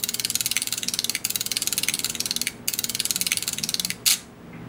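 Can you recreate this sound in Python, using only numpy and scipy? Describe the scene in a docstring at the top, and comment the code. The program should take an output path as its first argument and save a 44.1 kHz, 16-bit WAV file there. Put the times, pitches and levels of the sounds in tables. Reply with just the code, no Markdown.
"""Flip-segment clock in a small room

A hand-held electromagnetic clock runs a chase of 24 flaps three times, then sets the time in one burst.
Each flap ticks as its coil releases it, slaps its stop and bounces; the plastic case rings briefly.
Below lie a wavering hum, hiss, low swelling tones, a thin whine and one faint tap near the end.
The room reverberates, and the recorder's gain control ducks on the slaps."""
import sys
import numpy as np
from scipy import signal
from scipy.fft import rfft, irfft, next_fast_len
from scipy.io import wavfile
from scipy.ndimage import uniform_filter1d

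SR = 44100
rng = np.random.default_rng(int(sys.argv[2]) if len(sys.argv) > 2 else 0)


def transcribe(signal):
    """Save signal, clipped to [-1, 1], as a 16-bit WAV file at the path in sys.argv[1]."""
    frames = np.atleast_2d(signal).T
    limited = np.clip(frames, -1, 1)
    pcm = np.round(limited * 32767).astype(np.int16)
    wavfile.write(sys.argv[1], SR, pcm)


N = 206652

# The flaps in chase order. Each row: lateness in ms, level in dB, hollowness, body, brightness and air
# in dB, clack in Hz and dB, ring in Hz and dB, rattle decay in ms, bounce delay in ms, bounce in dB,
# lead of the release tick in ms, tick in dB, low knock in dB. All levels are relative.
FLAPS = [(-0.29, -17, -8, 0, 0, 6, 4530, -5.5, 6660, -0.5, 2.7, 16, -22, 7.2, -18, -9),
         (.2, -22, -7, -0.5, 3, 13.5, 4220, -1, 7140, 2, 2.7, 14.6, -20, 6.2, -14, 1.5),
         (0, -20, 1, -4, 5, 13, 3900, -0.5, 6700, -1, 3, 9.7, -31, 9.4, -19, 1),
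         (-.8, -21, -13, 1, -4.5, 10.5, 4170, 2.5, 6680, 5, 3.8, 21, -24, 6, -19, 8.5),
         (-0.2, -20.5, -14, -0.5, -1, 8, 4640, -2, 7600, 0, 3.2, 4.8, -10, 5.7, -15, 1),
         (0.4, -19.5, 0.5, 0.5, -9.5, 8, 4180, 2, 6400, -1, 2.3, 7.3, -9.5, 7.5, -22, -4),
         (-0.8, -16.5, -2.5, 4, -6.5, -8, 4380, 2.5, 5590, -12, 2, 8.4, -19, 7.5, -20.5, -15),
         (-1.1, -18.5, -10, -2, -4, -5, 4640, -4.5, 7840, 4, 4.1, 7.8, -6.5, 6.4, -18, -7),
         (-1, -17.5, -5, 0, 3, -3, 4140, 1, 6730, 4, 2.7, 13, -23, 9.7, -22, 3),
         (-1.2, -18, -6, 0.5, 4, -1, 4210, -2.5, 7170, 1.5, 3.6, 6.4, -15, 8, -22, 7.5),
         (-1.5, -18, -3, -0.5, 5, 5, 4120, -3.5, 6570, 0.5, 6, 6, -5, 11, -17.5, -7.5),
         (-0.5, -17.5, -10, 5.5, -1, 0, 4270, -2.5, 5140, -1, 3.8, 13, -16, 8.9, -23, -6),
         (-1.5, -16.5, 12, 5.5, -6, 3.5, 4120, -7.5, 6230, -0.5, 1.3, 10.8, -7.5, 9.2, -23, 7),
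         (-1, -17.5, -8, -2.5, -5.5, 4.5, 4400, -1.5, 10000, -6.5, 2.1, 12.2, -6.5, 8.3, -30, -8),
         (-0.6, -21.5, -1, 2, -3, 5.5, 4260, -2.5, 7300, -1.5, 2.2, 12.5, -6, 7.5, -25, -2),
         (-0.8, -19, 0, -1.5, -5, 6.5, 4150, 1, 7200, 0, 2.3, 12.8, -3, 8.6, -19, 4.5),
         (-1.5, -19, -14.5, -0.5, -15, 3, 4500, -8, 6900, 1.5, 4.3, 11.5, -27, 5, -15, -1.5),
         (-0.6, -22.5, 6, 4.5, -16, -4, 3700, 1.5, 6500, 0, 2.2, 11.8, -9, 8, -15, 1),
         (-0.72, -18.5, -5, -2, -17, -12, 4200, -0.5, 5650, 3.5, 2.1, 9.6, -18, 6.5, -19, -8),
         (-0.7, -19.5, -24, -2.5, -2, -2, 4170, -4, 5940, 0, 2.9, 9.5, -7.5, 2.2, -20, -11),
         (-1.2, -21, -1, 1, -9, -6, 4220, 10.5, 6500, -3, 0.92, 8.8, -17, 3.2, -27, 3.5),
         (0, -21, -19, -3.5, 7, -7, 3740, 4.5, 6230, -1.5, 2.5, 7.4, -32, 1.8, -20, -3.5),
         (-1.5, -18, -18, -2, -2, 4, 4320, 2, 7050, -2.5, 1.7, 6.5, -28, 1.5, -22, -10),
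         (.6, -20, 15, 2.5, -5, -1.5, 4430, -2.5, 6400, -5, 2.2, 12.5, -10.5, 8, -26, -10)]


def from_db(db):
    """Amplitude grows tenfold for every 20 dB."""
    return 10 ** (np.asarray(db) / 20)


def at_hz(points, hz):
    """Interpolation of (frequency, value) rows on a logarithmic frequency axis."""
    points = np.array(points)
    return np.interp(np.log(np.maximum(hz, 1)), np.log(points[:, 0]), points[:, 1])


def drift(rate_hz):
    """Slow random modulation: straight lines between Gaussian values."""
    knots = int(N / SR * rate_hz) + 2
    return np.interp(np.linspace(0, knots - 1, N), np.arange(knots), rng.standard_normal(knots))


def resonate(x, hz, width_hz):
    """A damped two-pole resonator, scaled to pass white noise at unchanged power."""
    radius = np.exp(-np.pi * width_hz / SR)
    feedback = [1, -2 * radius * np.cos(2 * np.pi * hz / SR), radius ** 2]
    return signal.lfilter(np.sqrt((1 - radius ** 2) / 2) * np.array([1, 0, -1]), feedback, x + 1e-18)


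def hum(t, waver_db=3.5):
    """Independent amplitude modulation makes each partial of the hum waver."""
    # Each row: frequency in Hz, rms level in dB.
    partials = [(118.4, -53), (183.0, -55.5), (236.9, -50.5), (414.5, -55.5), (473.7, -58)]
    return sum(np.sqrt(2) * from_db(db + waver_db * drift(9))
               * np.sin(2 * np.pi * (hz * t + rng.random())) for hz, db in partials)


def hiss(t, crossover_hz=2500, treble_db=-53):
    """Spectrally shaped noise: the band below the crossover swells slowly, the treble stays steady."""
    # Each row: frequency in Hz, relative spectral density in dB.
    spectrum = [(18, -59), (30, -18), (165, -8.5), (244, -9), (317, -11.5), (412, -16.5), (2380, -26.5),
                (5000, -30), (15700, -36.5)]
    # Each row: time in seconds, level of the lower band in dB.
    swell = [(0.0, -43.5), (1.4, -43), (1.72, -39), (2.2, -40), (2.5, -42.5), (3.6, -41.5), (4.36, -42.5),
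             (4.69, -38.5)]
    size = next_fast_len(N)
    colour = from_db(at_hz(spectrum, np.arange(size // 2 + 1) * SR / size))
    noise = irfft(rfft(rng.standard_normal(size)) * colour, size)[:N]
    noise /= np.sqrt(np.mean(noise ** 2))
    dull = signal.sosfiltfilt(signal.butter(2, crossover_hz, fs=SR, output="sos"), noise)
    return from_db(np.interp(t, *np.transpose(swell))) * dull + from_db(treble_db) * (noise - dull)


def low_tones(t):
    """Low sinusoids come and go under flat-topped envelopes."""
    # Each row: centre in seconds, half length in seconds, frequency in Hz, peak level in dB.
    swells = [(3.24, 0.12, 178, -42), (3.617, 0.073, 210.8, -38.5), (3.62, 0.11, 155, -40.5),
              (3.864, 0.084, 180, -36.5), (4.578, 0.16, 167, -38.5), (4.659, 0.1, 120.3, -40)]
    return sum(from_db(db) * np.exp(-((t - centre_s) / half_s) ** 4) * np.sin(2 * np.pi * hz * t)
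               for centre_s, half_s, hz, db in swells)


def whine(t, hz=15680, rms_db=-66):
    """A steady pure tone near the upper limit of hearing."""
    return np.sqrt(2) * from_db(rms_db) * np.sin(2 * np.pi * hz * t)


def tap(t, start_s=4.530, hz=2090, ring_db=-31, ring_t60_s=.055, tail_db=-42.5, tail_t60_s=.6):
    """A tap elsewhere in the room: one damped mode with a soft onset, and its reverberation."""
    age = np.maximum(t - start_s, 0)
    onset = 1 - np.exp(-age / 0.0049)
    ring = onset * from_db(ring_db - 60 * age / ring_t60_s) * np.sin(2 * np.pi * hz * age)
    tail = (age > 0) * from_db(tail_db - 60 * age / tail_t60_s) * rng.standard_normal(N)
    lowpass = signal.butter(4, 2400, fs=SR, output="sos")
    return ring + signal.sosfilt(lowpass, resonate(tail, hz, width_hz=900))


def room(x, early_db=9, early_speedup=8.4):
    """Diffuse reverberation with two decay slopes; case and table top add the strong, quick first one."""
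    # Each row: frequency in Hz, reverberation time (t60) in seconds, relative level in dB.
    decay = [(960, 0.56, -12), (2397, 0.3, -2), (5000, 0.28, -2.5), (9040, 0.33, -5.5), (14500, 0.18, -15)]
    t = np.arange(SR // 2) / SR
    edges_hz = 700 * 2 ** np.arange(0, 4.9, 1 / 3)
    tail = np.zeros(len(t))
    for low, high in zip(edges_hz, edges_hz[1:]):
        bandpass = signal.butter(2, [low, high], "band", fs=SR, output="sos")
        band = signal.sosfilt(bandpass, rng.standard_normal(len(t)))
        hz = np.sqrt(low * high)
        gain = from_db(at_hz(np.array(decay)[:, ::2], hz))
        fall_db = -60 * t / at_hz(decay, hz)
        tail += band * gain * (from_db(fall_db) + from_db(early_db + early_speedup * fall_db))
    return signal.fftconvolve(x, tail / np.sqrt(np.sum(tail ** 2)))[:N]


def strikes(step_s=.053):
    """Impact times: one coil fires per step of a chase; in the burst the flaps' colours blend."""
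    # Each entry: start of a chase in seconds.
    rounds = [-0.0689, 1.2506, 2.6837]
    # The final burst. Each row: time in seconds, level in dB.
    burst = [(4.0630, -16.5), (4.0665, -20), (4.0688, -16.5), (4.0722, -17.5), (4.0760, -14), (4.0780, -15),
             (4.0810, -20), (4.0880, -15), (4.0990, -19), (4.1028, -20), (4.1064, -15), (4.1078, -16.5),
             (4.1118, -18), (4.1185, -18), (4.1228, -16.5), (4.1278, -22), (4.1312, -18.5), (4.1382, -18),
             (4.1450, -33)]
    # Each strike: time in seconds, flap number, level in dB, share of the flap's own character.
    chase = [(start + step_s * k + flap[0] / 1000, k, flap[1], 1)
             for start in rounds for k, flap in enumerate(FLAPS)]
    return chase + [(time_s, k, db, .5) for k, (time_s, db) in enumerate(burst)]


def contact(t, noise, rattle_s, rattle_db):
    """A hard contact is an impulse of force, followed by the decaying rattle of loose parts."""
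    spike = np.abs(t) <= .5 / SR
    return spike + (t > 0) * from_db(rattle_db) * np.exp(-np.maximum(t, 0) / rattle_s) * noise


def flap_force(t, noise, own, rattle_ms, bounce_ms, bounce_db, ahead_ms, tick_db):
    """Three contacts superpose: the release tick, the slap on the stop at t = 0, and the rebound."""
    slap = contact(t, noise, rattle_ms / 1000, -13.5)
    bounce_s = bounce_ms / 1000 + rng.normal(0, .0007)
    bounce = own * from_db(bounce_db) * contact(t - bounce_s, noise, 0.0029, -17.0)
    since_release = t + ahead_ms / 1000
    tick = contact(since_release, noise, 0.0024, -9.5) + own * contact(since_release, noise, 0.025, -15.5)
    return slap + bounce + from_db(tick_db - 3.5) * signal.lfilter([1, -.4], [1], tick)


def clock(alike=0.73, detune=0.0054, spread_db=0.36, uneven_db=0.63, snap_db=-6.5, shimmer_s=0.014):
    """Modal synthesis: flap impacts excite case and flaps. 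Returns direct sound and bare forces."""
    # Each row: frequency in Hz, bandwidth in Hz, level in dB, then the dB gained per dB of a flap's
    # hollowness, body, brightness, air and clack.
    modes = [(1449, 207, -26.5, 0, 0, 0, 0, 0), (2063, 490, -20.5, 1, 0.3, 0.035, 0.067, -0.15),
             (2843, 1260, -10, 0, 0.91, 0.042, 0.019, 0.064), (4200, 300, -4.5, 0, 0, 0.07, 0, 0.88),
             (6450, 410, -6, 0, 0, 0, 0, 0), (7940, 690, -9, 0, 0, 0, 0.081, -0.25),
             (9920, 720, -7.5, 0, 0, 0.2, 0, -0.28), (12740, 600, -12, 0, 0.31, 0.87, 0.35, 0.33),
             (14880, 590, -14, 0, 0, 0, 0.94, -0.22), (14880, 300, -23, 0, 0, 0, 0.8, 0)]
    modes = np.array(modes)
    knock, clack, ring, shimmer = 0, 3, 4, len(modes) - 1      # rows of the mode table
    lead, run_in = 600, SR // 10      # samples before each slap and before the scene
    attack = slice(lead, 900)      # the stretch that sets a strike's level
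    t = (np.arange(2600) - lead) / SR
    # The bare crack of the slap, heard straight from the stop.
    snap = signal.sosfilt(signal.butter(2, [4240, 12700], "band", fs=SR, output="sos"), t == 0)
    snap /= np.std(snap[attack])
    # Each flap repeats nearly the same chatter, and its seat in the case detunes the modes a little.
    shape = (len(FLAPS), len(t))
    chatter = rng.standard_normal(shape) * from_db(rng.normal(0, 5.6, shape))
    seat_hz = modes[:, 0] * (1 + detune * rng.standard_normal((len(FLAPS), len(modes))))
    direct, blows = np.zeros((2, run_in + N))
    for time_s, flap, level_db, own in strikes():
        hollow_db, body_db, bright_db, air_db, clack_hz, clack_db, ring_hz, ring_db = FLAPS[flap][2:10]
        *motion, knock_db = FLAPS[flap][10:]
        colour_db = modes[:, 3:] @ [hollow_db, body_db, bright_db, air_db, clack_db]
        colour_db[[knock, ring]] = knock_db, ring_db
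        pitches = seat_hz[flap].copy()
        pitches[[clack, ring]] = clack_hz, ring_hz
        level_db += rng.normal(0, uneven_db)
        noise = np.sqrt(alike) * chatter[flap] + np.sqrt(1 - alike) * rng.standard_normal(len(t))
        noise = signal.lfilter([1, -.4], [1], noise)      # tiny parts rattle bright
        force = flap_force(t, noise, own, *motion)
        tremble = contact(t, noise, shimmer_s, 0)      # trembling on the stop sustains the top mode
        gains = from_db(modes[:, 2] + own * colour_db + level_db + rng.normal(0, spread_db, len(modes)))
        start = run_in + round(time_s * SR) - lead
        span = slice(start, start + len(t))
        blows[span] += from_db(level_db) * force / np.std(force[attack])
        direct[span] += own * from_db(level_db + snap_db + own * bright_db / 2 + rng.normal(0, 1.7)) * snap
        for k, (gain, hz, width_hz) in enumerate(zip(gains, pitches, modes[:, 1])):
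            rung = resonate(tremble if k == shimmer else force, hz, width_hz)
            # Steeper skirts for the shimmer and for the walls, which radiate little off their pitch.
            if k == shimmer or hz < 3300:
                rung = resonate(rung, hz, width_hz)
            direct[span] += (-1) ** k * gain * rung / np.std(rung[attack])
    return direct[run_in:], blows[run_in:]


def scene():
    """Direct and diffuse fields add; the room gathers sound from all sides, evening out flap colours."""
    t = np.arange(N) / SR
    direct, blows = clock()
    diffuse = from_db(-14.5) * room(direct) + from_db(-6.5) * room(blows)
    background = hum(t) + hiss(t) + low_tones(t) + whine(t) + tap(t)
    return (direct + diffuse + background)[None]


def record(dry, threshold_db=-30, slope=0.22, release_db_s=14, mic_top_hz=15300, cutoff_hz=17150):
    """Compression with slow recovery, between the microphone's treble roll-off and a steep band limit."""
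    mic = signal.sosfilt(signal.butter(4, mic_top_hz, fs=SR, output="sos"), dry)
    level_db = 10 * np.log10(uniform_filter1d(mic[0] ** 2, 3000) + 1e-12)
    release_db = release_db_s * np.arange(N) / SR
    held_db = np.maximum.accumulate(level_db + release_db) - release_db
    gain_db = -slope * np.maximum(held_db - threshold_db, 0)
    ducked = np.clip(mic * from_db(gain_db), -1, 1)
    return signal.sosfilt(signal.cheby2(20, 80, cutoff_hz, fs=SR, output="sos"), ducked)


dry = scene()
out = record(dry)
transcribe(out)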